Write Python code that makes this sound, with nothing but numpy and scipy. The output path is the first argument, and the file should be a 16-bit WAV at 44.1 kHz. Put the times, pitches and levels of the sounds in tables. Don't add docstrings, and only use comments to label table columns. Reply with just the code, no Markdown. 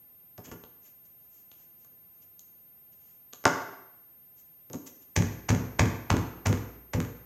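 import sys
import numpy as np
from scipy import signal
from scipy.fft import rfft, irfft
from scipy.io import wavfile
from scipy.ndimage import uniform_filter1d

SR = 44100
rng = np.random.default_rng(int(sys.argv[2]) if len(sys.argv) > 2 else 0)


def store_wav(level_fs):
    pcm = np.round(np.clip(np.atleast_2d(level_fs), -1, 1) * 32767)
    wavfile.write(sys.argv[1], SR, pcm.T.astype(np.int16))


N = 319725
TIME = np.arange(N) / SR
RING_TIME = TIME[:SR]


# t/s, table level/dB, slap level/dB, slap tilt/(dB/octave)
FIST_BLOWS = [(5.1642, -16.5, -28, 5), (5.4912, -15.5, -27, 3), (5.7944, -16, -20, 1.5),
              (6.103, -16, -25.5, 1), (6.460, -17, -25, 1.5), (6.9378, -21, -32, 1.65)]
# f/Hz, level/dB
SLAP_COLOUR = [(120, 13), (350, -4.5), (700, 4), (1150, -2), (1500, -5.5), (2200, -4.5), (3700, -20.5),
               (6000, -18), (9000, -34.5), (15000, -41.5)]
# f/Hz, level/dB, t60/s
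SWAY_MODES = [(58.8, -19, 1), (89.6, -19, 0.4), (102.9, -0.5, 0.23)]
# t/s after the rebound, level/dB
SETTLING_BUMPS = [(0, 1.5), (.029, -4.5), (.076, -14.5)]

def fist_blows(lead_s=0.008, rise_s=0.0022, fall_s=0.0067, push_lag_s=0.009, rebound_lag_s=0.0355):
    bend_db, rebound_db = -5, -2
    out = np.zeros(N)
    t = RING_TIME[:SR // 10] - lead_s
    crush = np.exp(np.minimum(t / rise_s, -t / fall_s))
    for s, table_db, slap_db, tilt_db in FIST_BLOWS:
        add(out, s - lead_s, undb(slap_db) * burst(crush, SLAP_COLOUR, tilt_db, passes=2))
        sway = strike(SWAY_MODES, contact_s=0.0015)
        bend = undb(bend_db) * table_thud(contact_s=0.0015)
        add(out, s + push_lag_s, undb(table_db) * unit(sway + bend))
        for lag_s, bump_db in SETTLING_BUMPS:
            bump = -undb(table_db + rebound_db + bump_db) * table_thud(contact_s=0.0045)
            add(out, s + rebound_lag_s + lag_s, bump)
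    return out


# f/Hz, level/dB, t60/s
TABLE_TOP_MODES = [(135.2, 4.5, 0.077), (154, -10.5, 0.11), (193, -5.5, 0.14), (233.7, -12.5, 0.19),
                   (251, -14, 0.19), (284, -12.5, 0.097), (383.8, -11.5, 0.16), (427, -6, 0.17),
                   (447, -14.5, .09), (525, -13.5, 0.083)]
# f/Hz, level/dB
WOOD_COLOUR = [(50, -25.5), (100, 2.5), (160, 1.5), (260, -4), (420, -8), (560, -11), (800, -14),
               (1500, -23.5), (4000, -45.5)]

def table_thud(contact_s, rumble_db=-2, fall_s=0.022):
    ring = strike(TABLE_TOP_MODES, contact_s)
    softened = [(hz, db - 10 * np.log10(1 + (hz * contact_s) ** 2)) for hz, db in WOOD_COLOUR]
    rumble = burst(np.exp(-RING_TIME[:SR // 5] / fall_s), softened, passes=2)
    add(ring, 0, undb(rumble_db) * rumble)
    return unit(ring)


# t/s, level/dB, tilt/(dB/octave), landing t/s, landing level/dB
CAPSULE_BOUNCES = [(5.1642, -30.5, -4, 5.2229, -38), (5.5044, -29.5, -3, 5.5486, -40),
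                   (5.7948, -27, -2, 5.8566, -38.5), (6.1035, -24.5, -3, 6.1677, -37),
                   (6.4695, -36.5, 3.5, 6.528, -35.5), (6.935, -38.5, -2, 7.0028, -37)]
# f/Hz, level/dB
CLICK_COLOUR = [(200, -7.5), (800, 7.5), (1900, 7), (3800, 0), (5200, -6), (7000, -2.5), (9500, -9.5),
                (15000, -13.5)]

def capsule_bounces(contact_s=0.00035, shell_db=-17, table_db=-6.5, hop_s=0.047, hop_db=-12.5):
    out = np.zeros(N)
    for s, db, tilt_db, landing_s, landing_db in CAPSULE_BOUNCES:
        add(out, s, undb(db) * click(CLICK_COLOUR, tilt_db, fall_s=0.00111))
        for lag_s, loss_db in (0, 0), (hop_s, hop_db):
            landing = undb(shell_db) * shell_clack(contact_s) + undb(table_db) * table_thud(contact_s)
            add(landing, 0, click(CLICK_COLOUR, tilt_db=-2, fall_s=0.00138))
            add(out, landing_s + lag_s, undb(landing_db + loss_db) * landing)
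    return out


# t/s, shell level/dB, table level/dB, contact/s
KNOCKS = [(0.379, -45.5, -41.5, 0.001), (0.382, -47, -40, 0.0013), (.515, -45, -38.5, 0.00024),
          (.546, -69, -46, 0.0014), (3.44, -43, -56, 0.000082), (3.4542, -14, -20, 0.00023),
          (4.7, -45, -40.5, 0.0015), (4.7344, -42.5, -38.5, .0012), (4.744, -34.5, -35.5, 0.0025)]
# f/Hz, level/dB
CRACK_COLOUR = [(200, -11), (900, 1.5), (2000, 5), (3200, 0), (4400, -4.5), (5050, 2.5), (5900, -3),
                (7000, -6), (8500, -9.5), (11000, -13.5), (15000, -20)]

def knocks(table_cut_hz=100, crack_db=-11, soft_contact_s=0.0031):
    out = np.zeros(N)
    low_cut = signal.butter(2, table_cut_hz, "high", fs=SR, output="sos")
    for s, shell_db, table_db, contact_s in KNOCKS:
        hardness = 1 / (1 + (contact_s / soft_contact_s) ** 2) ** 2
        add(out, s, undb(shell_db + crack_db) * hardness * click(CRACK_COLOUR, 0, fall_s=0.001))
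        add(out, s + 0.0012, undb(shell_db) * shell_clack(contact_s))
        add(out, s + 0.002, undb(table_db) * signal.sosfilt(low_cut, table_thud(contact_s)))
    return out


# f/Hz, level/dB, t60/s
SHELL_MODES = [(282.6, -7, 0.068), (400, -9, 0.1), (475, -1, 0.034), (626, -6, 0.021), (739, -6.5, 0.077),
               (874, 3.5, 0.016), (1145, 3, 0.03), (1395, -3, 0.013), (1550, -2, 0.02), (1960, -9.5, 0.016)]
# f/Hz, level/dB
CLACK_COLOUR = [(60, -35.5), (130, -6.5), (300, -8.5), (500, 4), (1000, -2), (1500, 3), (1750, -14),
                (2300, -17.5), (3200, -21.5), (8000, -38)]

def shell_clack(contact_s, wood_db=-3, fall_s=0.0095, low_hz=170):
    ring = strike(SHELL_MODES, contact_s, spot_db=0, detune=0.0079)
    add(ring, 0, undb(wood_db) * burst(np.exp(-RING_TIME[:SR // 10] / fall_s), CLACK_COLOUR))
    high_hz = np.clip(1 / contact_s, 2 * low_hz, SR / 3)
    band = signal.butter(2, [low_hz, high_hz], "band", fs=SR, output="sos")
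    return unit(signal.sosfilt(band, ring))


# t/s, level/dB, tilt/(dB/octave), ring level/dB
TICKS_AND_SNAPS = [(0.6383, -52, -9, -57), (1.5159, -57, -7, -83), (1.847, -69.5, 8, -65.5),
                   (2.3938, -57, 9, -79), (3.3287, -58, -6.5, -70), (3.3338, -50, 1, -50),
                   (4.7317, -49.5, 8.5, -63)]
# f/Hz, level/dB
TICK_COLOUR = [(300, -22), (2200, -13), (3000, 0.5), (4200, -2), (5300, -10.5), (6600, -1.5), (9000, -21),
               (15000, -27.5)]

def ticks_and_snaps():
    out = np.zeros(N)
    for s, db, tilt_db, ring_db in TICKS_AND_SNAPS:
        add(out, s, undb(db) * click(TICK_COLOUR, tilt_db, fall_s=0.0018))
        add(out, s, undb(ring_db) * shell_clack(contact_s=0.00025))
    return out


# middle t/s, half length/s, level/dB, tilt/(dB/octave)
FINGER_SLIDES = [(0.455, .009, -50.5, -2.5), (0.485, .012, -44.5, -7.5), (0.522, .0045, -41, -6.5),
                 (1.058, 0.0084, -68, 1), (1.367, .043, -60, 2.5), (1.604, .044, -62, -2),
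                 (2.227, 0.01, -65.5, -1.5), (2.932, 0.0079, -68.5, -1), (3.075, .07, -63.5, -1.5),
                 (4.392, .017, -61, 2), (4.873, .0073, -47.5, 0.5), (5.024, .01, -63.5, -1.5)]

def fingers(twist_s=(0.9, 2.15), shifts=5, shift_half_s=0.025, shift_db=-71, scatter_db=5):
    out = np.zeros(N)
    middle_s = RING_TIME[:SR // 2].mean()
    for s, half_s, db, tilt_db in FINGER_SLIDES:
        add(out, s - middle_s, undb(db) * slide(half_s, tilt_db))
    for s, (late, firm) in zip(np.linspace(*twist_s, shifts), rng.standard_normal((shifts, 2))):
        shift = undb(shift_db + scatter_db * firm) * slide(shift_half_s, tilt_db=-1)
        add(out, s + shift_half_s * late - middle_s, shift)
    return out


# f/Hz, level/dB
RUB_COLOUR = [(300, -7), (1500, -8.5), (3000, -5), (4200, -11.5), (5800, -5), (7200, -4), (9000, -14),
              (15000, -9.5)]

def slide(half_s, tilt_db, scatter_db=1.8):
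    t = RING_TIME[:SR // 2]
    slips = rng.standard_normal(len(t)) * undb(scatter_db * rng.exponential(size=len(t)))
    swell = np.exp(-0.5 * ((t - t.mean()) / half_s) ** 2)
    return unit(signal.fftconvolve(slips * swell, response(RUB_COLOUR, tilt_db)))


def strike(modes, contact_s, spot_db=2, detune=0.035, detune_hz=200):
    out = np.zeros(SR)
    for (hz, db, t60), (spot, grip) in zip(modes, rng.standard_normal((len(modes), 2))):
        gain = undb(db + spot_db * spot) / (1 + (hz * contact_s) ** 2)
        pitch_hz = hz * (1 + detune * min(hz / detune_hz, 2) * grip)
        t = RING_TIME[:int(t60 * SR)]
        envelope = np.exp(-np.log(1000) * t / t60) * (1 - np.exp(-t / contact_s))
        add(out, 0, gain * envelope * np.sin(2 * np.pi * pitch_hz * t))
    return unit(out)


def click(colour, tilt_db, fall_s):
    return burst(np.exp(-RING_TIME[:SR // 50] / fall_s), colour, tilt_db)


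def burst(envelope, colour, tilt_db=0, passes=5):
    force = rng.standard_normal(len(envelope)) * envelope
    for _ in range(passes):
        flat = irfft(np.exp(1j * np.angle(rfft(force))), len(envelope))
        local_rms = np.sqrt(uniform_filter1d(flat ** 2, size=64).clip(0) + 1e-18)
        force = flat * envelope / local_rms
    return unit(signal.fftconvolve(force, response(colour, tilt_db)))


def response(colour, tilt_db, size=1024):
    hz = np.fft.rfftfreq(size, 1 / SR)
    db = shape(colour, hz) + tilt_db * np.log2(np.maximum(hz, colour[0][0]))
    cepstrum = irfft(np.log(undb(db)))
    cepstrum[1:size // 2] *= 2
    cepstrum[size // 2 + 1:] = 0
    return irfft(np.exp(rfft(cepstrum)))


def shape(points, hz):
    point_hz, value = np.transpose(points)
    return np.interp(np.log(hz + 1), np.log(point_hz), value)


def undb(db):
    return 10 ** (np.asarray(db) / 20)


def unit(x):
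    return x / np.sqrt(np.sum(x ** 2) / (SR / 100))


def add(track, s, sound):
    i = max(int(s * SR), 0)
    track[i:i + len(sound)] += sound[:N - i]


# f/Hz, t60/s, level/dB
ROOM_BANDS = [(67.4, 0.97, -13.5), (139, 0.63, -8.5), (337, 0.69, -2), (732, 0.76, -3.5), (1340, 0.73, -1),
              (2745, 0.7, -5), (4800, 0.66, -5.5), (6850, 0.55, -1.5), (7800, 0.52, -5),
              (14920, 0.72, -9.5)]
# t/s after the direct sound, level/dB
REFLECTIONS = [(.0035, -17.5), (0.0122, -11), (0.0186, -17), (.0243, -12.5)]

def room(x, wet_db=-1, build_s=0.0045):
    hz = np.fft.rfftfreq(SR, 1 / SR)
    noise = rfft(rng.standard_normal(SR))
    tail = np.zeros(SR)
    for centre_hz, t60, db in ROOM_BANDS:
        weight = shape([(band_hz, band_hz == centre_hz) for band_hz, _, _ in ROOM_BANDS], hz)
        tail += undb(db) * irfft(noise * weight, SR) * np.exp(-np.log(1000) * RING_TIME / t60)
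    impulse = undb(wet_db) * tail * (1 - np.exp(-RING_TIME / build_s)) / np.sqrt(SR / 20)
    impulse[0] += 1
    for s, db in REFLECTIONS:
        impulse[int(s * SR)] += undb(db)
    return signal.fftconvolve(x, impulse)[:N]


# f/Hz, level/dB
ROOM_TONE_COLOUR = [(25, -11), (45, -7.5), (90, -2), (150, -0.5), (350, -8), (700, -11.5), (1400, -17.5),
                    (2800, -21), (4500, -27.5), (6500, -31), (10000, -26), (15000, -33.5)]

def room_tone(level_db=-69):
    gain = undb(shape(ROOM_TONE_COLOUR, np.fft.rfftfreq(N, 1 / SR)))
    noise = irfft(rfft(rng.standard_normal(N)) * gain, N)
    return undb(level_db) * noise / noise.std()


def scene():
    table = knocks() + fist_blows() + capsule_bounces() + ticks_and_snaps() + fingers()
    return (room(table) + room_tone())[None]


# f/Hz, level/dB
CAMERA_WHINE = [(4823, -93), (8382, -91.5), (13206, -55.5)]

def record(dry, port_hz=6500, port_width_hz=1000, port_db=6, low_hz=48, top_hz=15800, ceiling_db=-1):
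    sound = signal.sosfilt(signal.butter(4, low_hz, "high", fs=SR, output="sos"), dry)
    port = signal.lfilter(*signal.iirpeak(port_hz, port_hz / port_width_hz, fs=SR), sound)
    rounded = undb(ceiling_db) * np.tanh((sound + undb(port_db) * port) / undb(ceiling_db))
    whine = sum(np.sqrt(2) * undb(db) * np.sin(2 * np.pi * hz * TIME) for hz, db in CAMERA_WHINE)
    low_pass = signal.ellip(8, 0.2, 70, top_hz, fs=SR, output="sos")
    return signal.sosfilt(low_pass, rounded + whine)


dry = scene()
out = record(dry)
store_wav(out)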